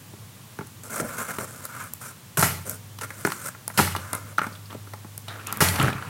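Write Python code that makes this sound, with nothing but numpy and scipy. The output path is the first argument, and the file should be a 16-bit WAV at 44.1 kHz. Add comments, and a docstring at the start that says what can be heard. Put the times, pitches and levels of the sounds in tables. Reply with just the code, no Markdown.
"""Indoors, in a block-walled room: a glazed door panel stands packed in cardboard and wooden slats.
Cutters click and three taut plastic bands burst free: slip grains whip round the cardboard, panel modes boom.
Contact impulses make the knocks of loose ends and slats; gated slip grains make slides, scrapes and creaks.
Behind the work lie the room's scattered reflections, shaped air noise and a low hum that swells and sinks.
One microphone channel takes it all, with a bass roll-off and rounded peaks."""
import sys
import numpy as np
from scipy import signal
from scipy.io import wavfile
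from scipy.ndimage import uniform_filter1d

SR = 44100
rng = np.random.default_rng(int(sys.argv[2]) if len(sys.argv) > 2 else 0)


def inscribe(sig):
    """Save sig as 16-bit PCM at rate SR to the path in sys.argv[1].

    A 1-D sig is mono; a 2-D sig holds one channel per row.
    Samples are clipped to [-1, 1] before scaling.
    """
    pcm = np.round(np.clip(np.atleast_2d(sig).T, -1, 1) * 32767)
    wavfile.write(sys.argv[1], SR, pcm.astype(np.int16))


N = 268569
TIME = np.arange(N) / SR
RING = TIME[:SR]  # one second of time for a single event

# Bursts of the cut bands: (time [s], whip level [dB], swell time constant [s], t60 [s],
# panel boom level [dB], edge gain around 3.5 kHz [dB])
BAND_BURSTS = [(2.371, -17, 0.0018, 0.23, -26, -9), (2.393, -21, 0.0012, 0.18, -36, 2),
               (2.426, -17.5, 0.0022, 0.39, -69, 3.5), (3.775, -17, 0.00057, 0.44, -21, 8.5),
               (5.605, -14.5, 0.00044, 0.48, -18, 5)]
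# Spectrum of the whipping band: (frequency [Hz], gain [dB])
WHIP_SPECTRUM = [(40, -44), (90, -7.5), (170, 4.5), (260, -17), (500, -13), (680, -14), (900, -10),
                 (1400, -10), (2200, -12), (3500, -22.5), (6000, -17), (11500, -11.5), (14000, -17),
                 (16000, -26)]
# Modes of the glazed panel: (frequency [Hz], level [dB], t60 [s])
PANEL_MODES = [(74, -14, .7), (91, 0, 1.15), (137, -9, .5), (178, -6, .3)]
# Band ends and slats knocking on the pack, levels relative to each layer's trim:
# (time [s], clack level [dB], thud level [dB], crack level [dB], clack pitch [Hz])
PACK_KNOCKS = [(0.136, -48, -39, -53, 930), (0.589, -27, -28, -37, 1630), (0.61, -29, -31, -55, 1020),
               (0.999, -19.5, -24.5, -37, 1480), (1.385, -23, -26, -27.5, 1270),
               (2.373, -35, -33, -21.5, 1560), (2.426, -11, -18.5, -13.5, 1180),
               (2.987, -35, -44, -32, 1120), (3.012, -33, -43, -29.5, 1140),
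               (3.034, -29.5, -45, -29.5, 1700), (3.105, -27, -46, -32, 1560), (3.25, -13, -16, -18, 1560),
               (3.273, -19.5, -26, -38, 1380), (3.303, -29, -45, -30, 1260),
               (3.32, -19.5, -51, -23.5, 1210), (3.549, -35, -59, -50, 1250), (3.679, -32, -44, -45, 945),
               (3.701, -30.5, -40, -48, 1170), (3.79, -7.5, -19, -23, 900), (3.797, -7.5, -17.5, -31, 880),
               (3.876, -21.5, -53, -37, 1190), (3.951, -17, -53, -33, 1080), (3.963, -24, -31, -24, 1440),
               (4.132, -25, -30, -26, 1460), (4.383, -8.5, -32, -22.5, 1320), (4.39, -16, -30.5, -46, 1280),
               (4.416, -20.5, -29.5, -47, 1390), (4.444, -27.5, -51, -42, 1110),
               (4.467, -48, -30, -35, 1470), (4.728, -33.5, -40, -37.5, 940), (4.747, -45, -31.5, -43, 711),
               (4.872, -40, -44, -53, 1240), (4.936, -29.5, -52, -32.5, 935),
               (5.047, -37, -38.5, -53, 1070), (5.282, -31.5, -57, -30, 850),
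               (5.526, -24.5, -37, -25.5, 1220), (5.621, -17, -14, -23, 820), (5.679, -28, -37, -36, 1300),
               (5.687, -42, -30, -15.5, 818), (5.759, -38, -42, -22, 1200), (5.8, -23, -24.5, -37, 1260),
               (5.812, -20, -23, -30, 1440), (5.834, -26, -19, -34, 1220), (5.845, -16, -26, -28, 1410),
               (5.861, -33, -24, -39, 1300), (5.882, -14, -25, -30, 1420), (5.927, -26, -32.5, -41, 1310),
               (5.982, -28.5, -44, -42, 1280), (6.024, -27, -55, -42, 1360)]
# Spectrum of the wooden thud: (frequency [Hz], gain [dB])
THUD_SPECTRUM = [(40, -39.5), (100, -4), (180, 5), (270, -2), (400, -5.5), (600, -7.5), (900, -12),
                 (2000, -65)]
# Spectrum of the plastic crack: (frequency [Hz], gain [dB])
CRACK_SPECTRUM = [(700, -17), (1800, -9), (2500, 15.5), (4300, 10), (6000, 14.5), (10000, -4)]
# Spectrum of the crack's fizz: (frequency [Hz], gain [dB])
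FIZZ_SPECTRUM = [(2000, -50.5), (5000, 3.5), (7500, 11.5), (11000, 4), (16000, -10.5)]
# Resonances of the pack's wood and cardboard: (frequency [Hz], width [Hz], gain [dB])
PACK_RESONANCES = [(330, 40, -2), (407, 36, 4), (634, 40, -1), (862, 44, 1), (1362, 80, -1), (1945, 60, -3),
                   (2912, 70, -2), (4238, 120, -3)]
# The slat rocking against the panel: (time [s], level before trim [dB])
SLAT_SHOVES = [(1.001, -38), (5.8, -15), (5.837, -15), (5.879, -17.5), (5.952, -24.5), (6.072, -33)]
# Modes of the slat: (frequency [Hz], level [dB], t60 [s])
SLAT_MODES = [(132, 0, .24), (152, -9, .15), (205, -10, .12)]
# Clicks of cutters and band edges: (time [s], level before trim [dB], pitch [Hz])
CUTTER_CLICKS = [(0.671, -34, 10200), (0.8358, -29.5, 8100), (0.9595, -21, 8800), (1.0106, -23, 8300),
                 (1.6535, -20, 12800), (1.8392, -31, 11000), (1.9364, -18.5, 14000), (2.3942, -10, 10000),
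                 (2.4124, -10, 10500), (2.4185, -13, 9500), (2.6962, -15, 12900), (3.264, -26, 9100),
                 (3.2685, -19, 11000), (3.679, -14, 10700), (4.132, -14.5, 9180), (4.151, -17, 10100),
                 (5.1788, -21.5, 9400), (5.471, -19.5, 9100), (5.5261, -15, 13400), (5.5723, -21, 13600),
                 (5.8282, -16.5, 10400)]
# Spectrum of a click's tick: (frequency [Hz], gain [dB])
TICK_SPECTRUM = [(200, -9), (1300, 3.5), (3000, -11.5), (6500, 3), (12000, 3), (16000, -4)]
# Band and hands sliding on cardboard, levels before trim: (time [s], length [s],
# swell over the stroke [dB], hollow rasp level [dB], edge hiss level [dB], drag level [dB])
SLIDE_STROKES = [(0.83, 0.057, -3, -50.5, -47, -48.5), (0.89, 0.12, 5, -36, -36, -36.5),
                 (1.0, 0.068, -5, -45, -54, -31), (1.02, 0.35, 0, -39.5, -41.5, -45),
                 (1.175, 0.045, 7, -32, -34, -37), (1.28, 0.033, 6, -33, -39.5, -36.5),
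                 (1.378, 0.071, 0.5, -39, -38.5, -37.5), (1.46, 0.16, -4, -49, -47.5, -50),
                 (1.615, 0.045, 12, -45.5, -43.5, -50.5), (1.67, .16, 10, -40.5, -46.5, -51.5),
                 (1.83, 0.061, -10, -43.5, -48.5, -53), (2.003, 0.11, -4.5, -44, -41.5, -50),
                 (2.652, 0.029, 5, -45.5, -39, -39), (2.685, 0.082, -11, -46, -39.5, -42.5),
                 (3.008, 0.039, 1, -36.5, -37.5, -41), (3.06, 0.22, 11, -51, -49, -52.5),
                 (3.25, 0.17, -8, -44.5, -41.5, -50.5), (3.405, 0.083, 13.5, -41.5, -39, -48.5),
                 (3.735, 0.05, 8, -47, -45.5, -55), (3.96, 0.23, 2, -44, -50, -50),
                 (4.125, 0.029, 0, -34.5, -50, -40.5), (4.17, 0.16, 0, -50.5, -54.5, -51),
                 (4.412, 0.064, -12, -34.5, -47.5, -43.5), (4.475, 0.095, -4, -53, -57, -52.5)]
# Resonances of the hollow cardboard edge: (frequency [Hz], width [Hz], gain [dB])
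CARDBOARD_RESONANCES = [(1068, 52, 3.5), (1233, 190, 2.5), (1392, 230, 8), (1654, 480, -7.5),
                        (2014, 140, -4)]
# Spectrum of the hiss at the band's rim: (frequency [Hz], gain [dB])
HISS_SPECTRUM = [(1470, -39), (2500, -5), (2940, -9), (4510, -4), (6110, 3), (8660, 7.5), (11800, 1.5),
                 (13100, 2), (16000, -5)]
# Spectrum of the low drag: (frequency [Hz], gain [dB])
DRAG_SPECTRUM = [(100, -6.5), (170, 2), (250, 4), (340, -8), (460, 0.5), (540, 3.5), (610, 2), (710, -6),
                 (1500, -33)]
# Packing scraping against the frame: (time [s], length [s], swell over the stroke [dB], level before trim [dB])
SCRAPE_STROKES = [(4.695, 0.057, -9, -45), (5.27, 0.23, -8, -42.5), (5.455, 0.14, 1.5, -37.5),
                  (5.735, 0.043, -2, -31), (5.775, 0.13, -6, -24), (5.87, 0.28, -3, -38.5)]
# Spectrum of the scrape: (frequency [Hz], gain [dB])
SCRAPE_SPECTRUM = [(120, -29), (200, -5), (373, -11.5), (409, -7.5), (590, -12.5), (696, -10.5),
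                   (883, -10.5), (1320, -4), (1530, -8.5), (1980, -13), (5520, -30), (10900, -29.5),
                   (16000, -37)]
# Short cracks of knocks, and longer creaks and chirps of band edges:
# (time [s], level [dB], pitch [Hz], t60 [s])
CRACKS_AND_CREAKS = [(4.380, -35, 4080, 0.024), (4.525, -48, 4600, 0.08), (4.55, -45.5, 3540, 0.044),
                     (4.657, -46, 4800, 0.036), (4.705, -43, 3240, 0.053), (5.283, -36.5, 3740, 0.2),
                     (5.396, -46, 2550, 0.12), (5.466, -36.5, 2770, 0.29), (5.799, -20, 2900, 0.02),
                     (5.93, -31.5, 2720, 0.014)]
# Spectrum of the steady air noise: (frequency [Hz], gain [dB])
AIR_SPECTRUM = [(15, -63), (25, -69), (68, -9.5), (114, 5.5), (373, -15), (503, -15), (714, -17.5),
                (1160, -14.5), (1260, -18.5), (1370, -17.5), (2550, -20), (3160, -19.5), (4870, -22),
                (8360, -21), (16000, -23.5)]
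# Level of the low hum, which swells and sinks: (time [s], level [dB])
HUM_LEVEL = [(0, -52), (2.3, -58), (3.05, -44), (3.4, -56), (4.0, -44), (6.09, -45.5)]
# Reverberation time of the room: (frequency [Hz], t60 [s])
ROOM_DECAY = [(100, 0.9), (500, 0.29), (1500, 0.39), (5000, 0.48), (10000, 0.19), (16000, 0.4)]

AIR_DB = -46
KNOCK_T60_S = 0.03  # chatter of a contact
BOOM_SWELL_S = 0.029  # time constant: the heavy panel takes a moment to get going
ATTACK_SHARE = 0.13  # share of a stroke spent taking hold: slow strokes start gently
RELEASE_S = 0.0056  # time constant of letting go
EDGE_HZ = 16000  # band limit of the microphone chain


def snaps(whip_db=0):
    """A released band zips round the cardboard corners as a dense run of slips, quick to swell and dying away."""
    out = np.zeros(N)
    for s, level_db, swell_s, t60, _, edge_db in BAND_BURSTS:
        slips = grains(len(RING), per_s=20000, spread_db=3.4)
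        whip = patchy(in_pack(colour(slips, WHIP_SPECTRUM)), depth_db=1.5)
        whip = unit(colour(whip, [(1500, 0), (3500, edge_db), (7000, 0)]))
        swell = 1 - np.exp(-RING / max(swell_s, 1e-4))
        add(out, s, amp(level_db + whip_db) * whip * dying(t60) * swell)
    return out


def knocks(clack_db=-3, thud_db=-1, crack_db=-3, fizz_db=-8.0, width_hz=420):
    """Each blow gives a hollow cardboard clack, a wooden thud and a bright plastic crack with its fizz."""
    out = np.zeros(N)
    for s, clack_level, thud_level, crack_level, hz in PACK_KNOCKS:
        force = contact(KNOCK_T60_S, chatter=0.18)
        thud_force = contact(1.04 * KNOCK_T60_S, chatter=0.29)
        hollow = resonate(resonate(force, hz, width_hz), hz, 6.9 * width_hz)
        clack = crest(in_pack(hollow))
        thud = crest(in_pack(colour(thud_force, THUD_SPECTRUM)))
        crack = crest(in_pack(colour(force, CRACK_SPECTRUM)))
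        fizz = crest(colour(force, FIZZ_SPECTRUM))
        add(out, s, amp(clack_level + clack_db) * clack)
        add(out, s, amp(thud_level + thud_db) * thud)
        add(out, s, amp(crack_level + crack_db) * crack)
        add(out, s, amp(crack_level + fizz_db) * fizz)  # the fizz follows the crack's level
    return out


def booms(panel_db=-1.0, slat_db=-2):
    """The unloaded panel swings back in low damped modes after each cut, and the slat rocks against it."""
    out = np.zeros(N)
    swing_up = 1 - np.exp(-RING / BOOM_SWELL_S)
    for s, _, _, _, boom_db, _ in BAND_BURSTS:
        add(out, s, amp(boom_db + panel_db) * ring(PANEL_MODES) * swing_up)
    for s, shove_db in SLAT_SHOVES:
        add(out, s, amp(shove_db + slat_db) * ring(SLAT_MODES))
    return out


def clicks(level_db=-6, ring_db=7, width_hz=2000):
    """Cutters and band edges make short contacts with a bright, quickly damped ring."""
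    out = np.zeros(N)
    for s, click_db, hz in CUTTER_CLICKS:
        tick = colour(contact(0.01, chatter=0.2), TICK_SPECTRUM)
        bright = amp(ring_db) * resonate(tick, hz, width_hz)
        add(out, s, amp(click_db + level_db) * crest(tick + bright))
    return out


def slides(uneven_db=1.9, rasp_db=0, hiss_db=0, drag_db=-1, scrape_db=-1.0, crinkle_db=-6):
    """Stick-slip grains sound the hollow cardboard edge and hiss at the band's rim; coarser ones scrape."""
    wander = unit(uniform_filter1d(rng.standard_normal(N), size=350))
    grip = amp(uneven_db * wander)  # the grip tightens and eases
    slips = grains(N, per_s=9000, spread_db=4.15) * grip

    hollow = np.zeros(N)
    for hz, width_hz, gain_db in CARDBOARD_RESONANCES:
        hollow += amp(gain_db) * resonate(resonate(slips, hz, width_hz), hz, 3 * width_hz)
    rasp = unit(hollow) * strokes(SLIDE_STROKES, level_column=3) * amp(rasp_db)

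    crinkles = amp(crinkle_db) * grains(N, per_s=240, spread_db=2.2)  # the band catches on single fibres
    rim = patchy(colour(slips + crinkles, HISS_SPECTRUM), depth_db=2.3)
    hiss = unit(rim) * strokes(SLIDE_STROKES, level_column=4) * amp(hiss_db)

    drag = unit(colour(slips, DRAG_SPECTRUM)) * strokes(SLIDE_STROKES, level_column=5) * amp(drag_db)

    coarse = colour(grains(N, per_s=2200, spread_db=1.6), SCRAPE_SPECTRUM)
    scrape = unit(patchy(coarse, depth_db=2.5)) * strokes(SCRAPE_STROKES) * amp(scrape_db)
    return rasp + hiss + drag + scrape


def cracks_and_creaks(level_db=0, width_hz=450):
    """Dying runs of slips ring at one pitch: brief ones crack, longer ones creak and chirp."""
    out = np.zeros(N)
    for s, event_db, hz, t60 in CRACKS_AND_CREAKS:
        slips = grains(len(RING), per_s=2000, spread_db=2.0) * dying(t60)
        pitched = resonate(resonate(slips, hz, width_hz), hz, 5500)
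        add(out, s, amp(event_db + level_db) * crest(pitched))
    return out


def air_and_hum(waver=0.12, hum_hz=101.5, drift_width_hz=8.9):
    """Steady coloured air noise, and a low sine hum made to waver by narrow noise at its own pitch."""
    air = amp(AIR_DB) * unit(colour(rng.standard_normal(N), AIR_SPECTRUM))
    noise = rng.standard_normal(N)
    drift = unit(resonate(resonate(noise, hum_hz, drift_width_hz), hum_hz, drift_width_hz))
    hum = unit(np.sin(2 * np.pi * hum_hz * TIME) + waver * drift)
    hum_db = np.interp(TIME, *np.transpose(HUM_LEVEL))
    return air + hum * amp(hum_db)


def room(x, delay_s=0.0077):
    """Scattered reflections follow after a short gap, each band dying at its own speed."""
    taps = grains(SR, per_s=3000, spread_db=4.2) * (RING > delay_s)
    hz, t, z = signal.stft(taps, SR, nperseg=256)
    decay = amp(-60 * t / read(ROOM_DECAY, hz)[:, None])
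    tail = signal.istft(z * decay, SR, nperseg=256)[1]
    return signal.fftconvolve(x, tail / np.linalg.norm(tail))[:N]


def in_pack(x):
    """Adds the resonances of the packed panel to a sound."""
    return x + sum(amp(db) * resonate(x, hz, width) for hz, width, db in PACK_RESONANCES)


def patchy(x, depth_db, frames=7, bins=4):
    """The contact point wanders, so narrow bands swell and fade for tens of milliseconds."""
    z = signal.stft(x, SR, nperseg=256)[2]
    patches = uniform_filter1d(rng.standard_normal(z.shape), frames, axis=1)
    patches = uniform_filter1d(patches, bins, axis=0)
    return signal.istft(z * amp(depth_db * unit(patches)), SR, nperseg=256)[1][:len(x)]


def strokes(rows, level_column=3):
    """Gain over time: each stroke takes hold, swells or fades steadily in decibels, and lets go."""
    power = np.zeros(N)
    for row in rows:
        s, length, swell_db = row[:3]
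        progress = np.minimum(RING / length, 1)
        attack = np.minimum(progress / ATTACK_SHARE, 1)
        hold = amp(row[level_column] + swell_db * (progress - .5))
        release = np.exp(-np.maximum(RING - length, 0) / RELEASE_S)
        add(power, s, (attack * hold * release) ** 2)  # overlapping strokes add in power
    return np.sqrt(power)


def contact(t60, chatter):
    """One sharp contact followed by dying chatter."""
    force = chatter * rng.standard_normal(len(RING)) * dying(t60)
    force[0] += 1
    return force


def grains(length, per_s, spread_db):
    """Random tiny slips of either sign, a few much larger than the rest."""
    sizes = amp(spread_db * np.minimum(rng.exponential(1, length), 4))
    signs = rng.choice([-1, 1], length)
    happens = rng.random(length) < per_s / SR
    return unit(sizes * signs * happens)


def ring(modes):
    """Damped modes set going by one push, faded to silence within the second."""
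    swing = sum(amp(db) * dying(t60) * np.sin(2 * np.pi * hz * RING) for hz, db, t60 in modes)
    return crest(swing * (1 - RING), size=600)


def dying(t60):
    """Exponential decay, 60 dB down after t60 seconds."""
    return np.exp(-np.log(1000) * RING / max(t60, 1e-3))


def resonate(x, hz, width_hz):
    """One resonance with gain 1 at its centre."""
    hz = min(hz, SR / 2 - 1000)
    return signal.lfilter(*signal.iirpeak(hz, hz / width_hz, SR), x)


def colour(x, points, size=4096):
    """Causal, minimum-phase filter with the given spectrum."""
    gain_db = np.maximum(read(points, abs(np.fft.fftfreq(size, 1 / SR))), -100)
    log_gain = np.log(amp(gain_db))
    spectrum = np.exp(np.conj(signal.hilbert(log_gain)))  # the Hilbert transform supplies the phase
    taps = np.fft.ifft(spectrum).real[:size // 2]
    return signal.oaconvolve(x, taps)[:len(x)]


def read(points, hz):
    """Joins (frequency [Hz], value) points on a log-frequency axis."""
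    f, value = np.transpose(points)
    return np.interp(np.log(hz + 1), np.log(f), value)


def amp(db):
    """Decibels to gain."""
    return 10 ** (np.asarray(db) / 20)


def unit(x):
    """Scales to rms 1."""
    return x / np.sqrt(np.mean(x ** 2) + 1e-20)


def crest(x, size=176):
    """Scales so that the loudest stretch of size samples (a few milliseconds) has rms 1."""
    return x / np.sqrt(uniform_filter1d(x ** 2, size).max() + 1e-20)


def add(mix, s, sound):
    """Mixes a sound in at time s [s]."""
    part = mix[max(round(s * SR), 0):][:len(sound)]
    part += sound[:len(part)]


def scene(knock_room_db=-12, click_room_db=-12, rub_room_db=-12):
    """The work on the pack in a block-walled room; booms, air and hum get no added reflections."""
    blows = knocks()
    ticks = clicks()
    rubs = snaps() + slides() + cracks_and_creaks()
    echo = room(amp(knock_room_db) * blows + amp(click_room_db) * ticks + amp(rub_room_db) * rubs)
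    return (blows + ticks + rubs + booms() + echo + air_and_hum())[None]


def record(dry, low_cut_hz=62):
    """The microphone's bass roll-off, soft overload on the highest peaks and the band limit."""
    bass_cut = signal.butter(3, low_cut_hz, "highpass", fs=SR, output="sos")
    thin = signal.sosfilt(bass_cut, dry)
    rounded = thin / (1 + (thin / .6) ** 4) ** .25  # peaks level off towards 0.6
    band_limit = signal.firwin(511, EDGE_HZ, window=("kaiser", 9), fs=SR)
    return signal.oaconvolve(rounded, band_limit[None], "same")


dry = scene()
out = record(dry)
inscribe(out)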